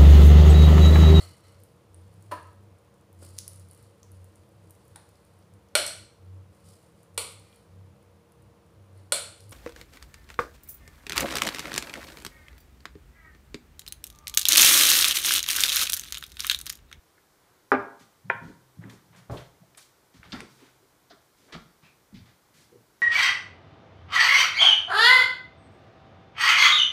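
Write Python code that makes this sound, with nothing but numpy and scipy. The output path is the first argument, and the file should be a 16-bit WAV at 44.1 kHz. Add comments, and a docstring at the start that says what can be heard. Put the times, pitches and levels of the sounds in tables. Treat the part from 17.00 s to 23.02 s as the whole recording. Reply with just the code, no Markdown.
"""A quiet, bare room with a wooden table: a small glass is set down hard, the sitter leans over, the seat cracks,
and he stands up and walks off. Glass and crack are pushes that ring the modes of table top and seat frame.
Thumps through the floor, ticks and taps, and scuffs of cloth and soles are bursts of grainy, band-limited noise.
One microphone hears them direct and reflected, with a low floor hum, over a steady room murmur and its own hiss."""
import sys
import numpy as np
from scipy import signal
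from scipy.io import wavfile

SR = 44100
rng = np.random.default_rng(int(sys.argv[2]) if len(sys.argv) > 2 else 0)


def waveform_to_disk(signal):
    """Save audio, clipped to [-1, 1], as 16-bit WAV at the path in sys.argv[1]."""
    frames = np.transpose(np.atleast_2d(signal))
    scaled = np.clip(frames, -1, 1) * 32767
    samples = np.round(scaled).astype(np.int16)
    wavfile.write(sys.argv[1], SR, samples)


N = 265437  # length in samples

# Noise of room and microphone. Each row: frequency in Hz, relative spectrum level in dB.
MURMUR_SPECTRUM = [(15, -42), (25, -15), (122, -4), (280, -12), (357, -3), (479, -8), (644, -7),
                   (698, -13.5), (777, -12), (1290, -6.5), (1400, -17), (1690, -14.5), (2460, -17),
                   (15300, -24)]
# Decay of the bare room. Each row: frequency in Hz, t60 in seconds.
ROOM_DECAY = [(100, 0.55), (300, 0.42), (1000, 0.55), (2500, .35), (6000, 0.55), (14000, 0.095)]
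# Reflected share of each source, by distance from the microphone: source name, level in dB against the direct sound.
REFLECTED_DB = dict(glass=-10.5, seat=-11.5, thumps=-10, taps=-8.5, scuffs=-15)
# A low floor tone hums at three moments and dies slowly. Each row: start in seconds, level in dB.
FLOOR_HUMS = [(1.448, -57), (2.35, -63.5), (3.401, -61)]
# Whole-body weight shifts shake the floor. Each row: start in seconds, level in dB.
WEIGHT_SHIFTS = [(1.43, -57), (2.29, -45), (3.32, -46), (4.52, -49.5), (5.12, -51)]
# Weight landing on floor and seat. Each row: start in seconds, level in dB, pitch in Hz, spread in octaves,
# contact length in seconds.
THUMP_EVENTS = [(1.0, -53.5, 177.5, 1.5, 0.03), (1.235, -40.5, 144, 0.65, 0.034),
                (1.34, -40, 141, 1.2, .013), (1.41, -37.5, 140, 1.94, 0.04),
                (1.475, -40.5, 280, 1.17, 0.021), (1.768, -35.5, 144, .95, 0.026),
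                (1.835, -37, 165, 1.55, 0.03), (1.92, -47.5, 148, 2.7, 0.028),
                (2.04, -54, 135, 1.03, 0.089), (2.16, -50, 152, 0.87, 0.037), (2.29, -28, 103, 1.2, 0.0056),
                (2.311, -25, 109, 0.92, 0.005), (2.35, -35.5, 111, 1.5, 0.01),
                (2.6, -47.5, 161, 0.87, 0.017), (3.14, -48, 135, 2.15, 0.013), (3.188, -41, 101, 1.9, .004),
                (3.24, -50, 99, 2.6, 0.095), (3.325, -30.5, 196, 1.34, 0.023),
                (3.41, -40.5, 243, 1.85, 0.023), (3.598, -50, 326, .7, 0.029), (3.82, -57, 433, .45, 0.017),
                (4.1, -52.5, 276, 1.2, 0.027), (4.36, -60.5, 240, 2, 0.12), (4.52, -43.5, 376, 0.92, 0.03),
                (4.54, -35, 193, .7, .015), (4.826, -51, 135, 1.35, 0.018), (5.12, -39.5, 158, 1.3, 0.044),
                (5.2, -43.5, 113, 1, 0.02), (5.52, -60.5, 146, 1.4, 0.14), (5.71, -49.5, 412, 0.52, 0.045),
                (5.72, -57, 157, 1.55, 0.067)]
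# Cloth and soles rubbing. Each row: start in seconds, level in dB, pitch in Hz, contact length in seconds.
SCUFF_EVENTS = [(.42, -63.5, 744, 0.1), (.988, -53.5, 3970, 0.029), (1.42, -57.5, 3100, 0.059),
                (1.8, -51, 760, 0.095), (1.89, -53.5, 5600, 0.03), (2.12, -53, 940, .06),
                (2.158, -53, 4530, 0.02), (2.3, -51, 6740, 0.065), (2.37, -46, 1480, 0.029),
                (2.775, -50.5, 8000, 0.034), (3.135, -54.5, 2610, 0.028), (3.235, -47.5, 1390, 0.018),
                (3.28, -52.5, 2960, 0.09), (3.33, -53, 6700, 0.02), (3.47, -59, 6940, 0.14),
                (3.58, -54, 1366, 0.067), (4.36, -61, 4070, 0.087), (4.475, -50.5, 770, 0.074),
                (4.82, -54.5, 1845, 0.038), (5.25, -56, 1680, 0.038), (5.53, -55, 4780, .075)]
# Ticks and taps. Each row: start in seconds, level in dB, pitch in Hz, spread in octaves, contact length in seconds.
TAP_EVENTS = [(.176, -52.5, 1630, 0.52, 0.0034), (1.299, -42.5, 3020, 0.32, 0.016),
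              (1.2995, -51.5, 6000, .8, .001), (1.838, -40.5, 1740, .55, 0.0027),
              (1.897, -43, 2900, 2.1, 0.004), (2.296, -31, 448, 2.02, 0.011),
              (2.318, -33, 445, 1.76, 0.026), (2.37, -40, 3100, 0.88, 0.0066),
              (2.625, -55, 610, 0.29, .008), (2.748, -46, 2760, 1.3, 0.0013),
              (2.772, -43, 9500, 0.53, 0.0063), (2.774, -46, 2050, 3.2, 0.013),
              (3.23, -38, 1670, 1, 0.0021), (3.32, -31, 3800, 0.8, 0.0082),
              (3.324, -36.5, 1070, 1.9, 0.033), (3.405, -23.5, 1280, 2.8, 0.00032),
              (3.4052, -37.5, 8400, 0.76, 0.00079), (4.098, -49.5, 4120, 0.75, 0.016),
              (4.101, -52.5, 1450, .85, 0.026), (4.105, -43.5, 656, 0.24, 0.0042),
              (4.16, -57, 656, 0.17, 0.011), (4.522, -36.5, 2400, 1.95, 0.018),
              (4.524, -45.5, 1324, 0.15, 0.021), (4.55, -33, 920, 0.85, 0.0017),
              (4.833, -54, 2540, 0.22, 0.043), (5.14, -51, 3140, 1.34, 0.035)]
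# Noise of the glass's first touch: a low thud, a midrange clatter and a bright click.
# Each row: pitch in Hz, level in dB, spread in octaves, contact length in seconds.
TOUCH_NOISE_BANDS = [(136, -39.5, 1.8, .04), (2140, -30, 0.4, 0.021), (4170, -44.5, .75, 0.0095),
                     (8700, -47, 1.8, 0.0004)]
# The seat joint cracks. Each row: start in seconds, push strength in dB, contact brightness in Hz.
CRACK_BLOWS = [(1.2982, -25, 2820), (1.2992, -7, 2700), (1.3021, -18, 2000)]
# Modes of the seat frame. Each row: frequency in Hz, relative level in dB, t60 in seconds.
SEAT_MODES = [(384, -22, 0.048), (526, -16.5, 0.086), (686, -22, 0.0646), (825, -19.5, 0.066),
              (946, -18.5, 0.1), (1057, -20.5, 0.071), (1426, -7.5, 0.031), (1545, -8, 0.05),
              (1775, -5, 0.023), (1960, -3.5, 0.01), (2436, -6.5, 0.023), (2830, -42, 0.038)]
# Glass base on the table top, first touch and rocking. 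Each row: start in seconds, push strength in dB,
# contact brightness in Hz.
GLASS_BLOWS = [(0.7183, -7.5, 2249), (0.7232, -27.5, 1194), (0.728, -17.5, 1505), (0.7365, -6, 673)]
# Modes of the table top. Each row: frequency in Hz, relative level in dB, t60 in seconds.
TABLE_MODES = [(157, -31, 0.17), (259.5, -13.5, 0.12), (308.9, -18, 0.084), (398.7, -12, 0.25),
               (535, -12.5, 0.068), (538.5, -13, 0.075), (587, -17, 0.0816), (870, -21.5, 0.22),
               (687, -20.5, 0.14), (788, -11, 0.073), (950, -20, .1), (994, -29, 0.37), (1104, -12, 0.033),
               (1189, -12.5, 0.18), (1270, -18.5, .06), (1434, -22.5, 0.26), (1460, 7, 0.00906),
               (1520, -17, 0.13), (1633, -25, 0.31), (1988, -14, 0.027), (2270, -15, 0.022),
               (2510, -16.5, 0.0313), (2727, -32.5, .03)]
# Envelopes by kind of contact: rise as a share of contact length, shortest t60 in seconds,
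# t60 added per second of contact; scuffs also share one spread in octaves.
THUMP_SHAPE = dict(rise_share=0.17, die_s=0.025, die_per_length=3.9)
TAP_SHAPE = dict(rise_share=.15, die_s=0.0053, die_per_length=6.1)
SCUFF_SHAPE = dict(octaves=2.8, rise_share=.3, die_s=0.23, die_per_length=2.5)

MURMUR_DB = -63.5  # RMS level
FIRST_ECHO_S = 0.0012
FLOOR_HZ, FLOOR_T60_S, FLOOR_RISE_S = 129, 2.3, 0.04
SHIFT_HZ, SHIFT_OCTAVES, SHIFT_S = 47, 1.9, 0.038
MIC_DIP_HZ, MIC_DIP_WIDTH_HZ, MIC_DIP_SHARE = 2750, 780, 0.32
CUTOFF_HZ = 15300


def from_db(db):
    """Decibels to gain."""
    return 10 ** (np.asarray(db) / 20)


def at_hz(points, hz):
    """Read a (Hz, value) table on a log-frequency axis."""
    table_hz, values = np.array(points).T
    return np.interp(np.log(hz), np.log(table_hz), values)


def bands(size):
    """Half-octave bands of white noise with their centres; neighbours come from unrelated noises."""
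    edges = 25 * 2 ** np.arange(0, 9.6, 0.5)
    white = rng.standard_normal((2, size))
    for k, (low, high) in enumerate(zip(edges, edges[1:])):
        sos = signal.butter(2, [low, high], "band", fs=SR, output="sos")
        yield np.sqrt(low * high), signal.sosfilt(sos, white[k % 2])


def murmur():
    """Steady noise of the room and the microphone, summed from weighted bands."""
    out = sum(from_db(at_hz(MURMUR_SPECTRUM, hz)) * band for hz, band in bands(N))
    return from_db(MURMUR_DB) * out / out.std()


def room(x):
    """Dense reflections: noise that builds after the first echo and dies band by band."""
    t = np.arange(SR * 3 // 4) / SR
    tail = sum(band * from_db(-60 * t / at_hz(ROOM_DECAY, hz)) for hz, band in bands(len(t)))
    tail *= np.clip(t / FIRST_ECHO_S - 1, 0, 1)
    tail /= np.sqrt(np.sum(tail ** 2))
    return signal.fftconvolve(x, tail)[:N]


def floor_hum():
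    """A low floor tone that swells briefly and dies slowly."""
    out = np.zeros(N)
    for start, level_db in FLOOR_HUMS:
        t = np.arange(N) / SR - start
        swell = np.clip(t / FLOOR_RISE_S, 0, 1)
        out += from_db(level_db - 60 * t / FLOOR_T60_S) * swell * np.sin(2 * np.pi * FLOOR_HZ * t)
    return out


def contacts(rows, rise_share, die_s, die_per_length, octaves=None):
    """Longer contacts swell more slowly and die more slowly; the band spreads around the pitch."""
    for start, level_db, hz, *spread, length in rows:
        half = 2 ** ((octaves or spread[0]) / 2)
        rise, t60 = rise_share * length, die_s + die_per_length * length
        yield start, level_db, hz / half, hz * half, rise, length, t60


def bursts(rows, grain_db, dull_hz, order, lump_db=1.0, slips_per_s=150):
    """Grainy contact noise that swells, holds and dies, heard through the band in which the body rings."""
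    out, t = np.zeros(N + SR), np.arange(SR) / SR
    for start, level_db, low_hz, high_hz, rise, hold, t60 in rows:
        white, sizes = rng.standard_normal(SR), rng.exponential(1, SR)
        slips = rng.standard_normal(400)
        swell = np.sin(np.pi / 2 * np.minimum(t / max(rise, 1e-4), 1)) ** 2
        decay = from_db(-60 * np.maximum(t - rise - hold, 0) / max(t60, 1e-3))
        shape = swell * decay + 1e-12
        # the contact sticks and slips
        lumps = np.interp(t, np.arange(len(slips)) / slips_per_s, slips)
        grains = white * from_db(grain_db * np.minimum(sizes, 5) + lump_db * lumps)
        band = signal.butter(order, [low_hz, min(high_hz, 0.45 * SR)], "band", fs=SR, output="sos")
        tone = signal.sosfilt(band, shape * grains)
        # soft contacts favour the lows
        tone = signal.lfilter(*signal.butter(1, dull_hz, fs=SR), tone)
        # the energy of a contact follows its strength and length, whatever the grains
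        even = np.sqrt(np.sum(shape ** 2) / np.sum(tone ** 2)) / 2
        at = round(start * SR)
        out[at:at + SR] += from_db(level_db) * even * tone
    return out[:N]


def scuffs():
    """Cloth and soles rub: noise in one wide band around each pitch."""
    return bursts(contacts(SCUFF_EVENTS, **SCUFF_SHAPE), grain_db=2.0, dull_hz=3775, order=2)


def thumps():
    """Weight lands on floor and seat, and shifts of the body shake the floor: dull low noise."""
    shifts = [(start, db, SHIFT_HZ, SHIFT_OCTAVES, SHIFT_S) for start, db in WEIGHT_SHIFTS]
    rows = contacts(THUMP_EVENTS + shifts, **THUMP_SHAPE)
    return bursts(rows, grain_db=-2.5, dull_hz=909.3, order=3)


def taps():
    """Ticks and taps, with the noise of the glass's first touch on the table, as short bursts."""
    touch_s = GLASS_BLOWS[0][0]
    touch = [(touch_s, db, hz, spread, length) for hz, db, spread, length in TOUCH_NOISE_BANDS]
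    return bursts(contacts(TAP_EVENTS + touch, **TAP_SHAPE), grain_db=3.0, dull_hz=3616, order=2)


def struck(blows, modes):
    """Each blow is a rounded push that sets every mode ringing; the lowest motion does not radiate."""
    push = np.full(SR, 1e-18)
    start = round(blows[0][0] * SR) - 10
    out = np.zeros(N)
    for blow_s, strength_db, bright_hz in blows:
        click = np.zeros(SR)
        click[round(blow_s * SR) - start] = from_db(strength_db)
        push += signal.sosfilt(signal.butter(3, bright_hz, fs=SR, output="sos"), click)
    push = signal.sosfilt(signal.butter(2, 150, "high", fs=SR, output="sos"), push)
    for k, (hz, level_db, t60) in enumerate(modes):
        # a two-pole resonator; successive modes alternate in sign
        radius, angle = from_db(-60 / (t60 * SR)), 2 * np.pi * hz / SR
        gain = np.sin(angle) * from_db(level_db) * (-1) ** k
        poles = [1, -2 * radius * np.cos(angle), radius ** 2]
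        out[start:start + SR] += signal.lfilter([0, gain], poles, push)
    return out


def seat_crack():
    """The cracking joint gives the seat frame a few quick pushes and its modes ring."""
    return struck(CRACK_BLOWS, SEAT_MODES)


def glass_on_table():
    """The glass base touches down and rocks, ringing the modes of the table top."""
    return struck(GLASS_BLOWS, TABLE_MODES)


def scene():
    """Direct sound of every source, its reflections, the floor hum and the murmur."""
    near = dict(scuffs=scuffs(), thumps=thumps(), taps=taps(), seat=seat_crack(), glass=glass_on_table())
    far = room(sum(from_db(REFLECTED_DB[name]) * sound for name, sound in near.items()))
    return (murmur() + floor_hum() + far + sum(near.values()))[None]


def record(dry):
    """The microphone housing cancels part of a narrow band; the top is cut steeply."""
    b, a = signal.iirpeak(MIC_DIP_HZ, MIC_DIP_HZ / MIC_DIP_WIDTH_HZ, fs=SR)
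    heard = dry - MIC_DIP_SHARE * signal.lfilter(b, a, dry)
    # order 14, 0.3 dB passband ripple, 60 dB stopband
    return signal.sosfilt(signal.ellip(14, 0.3, 60, CUTOFF_HZ, fs=SR, output="sos"), heard)


dry = scene()
out = record(dry)
waveform_to_disk(out)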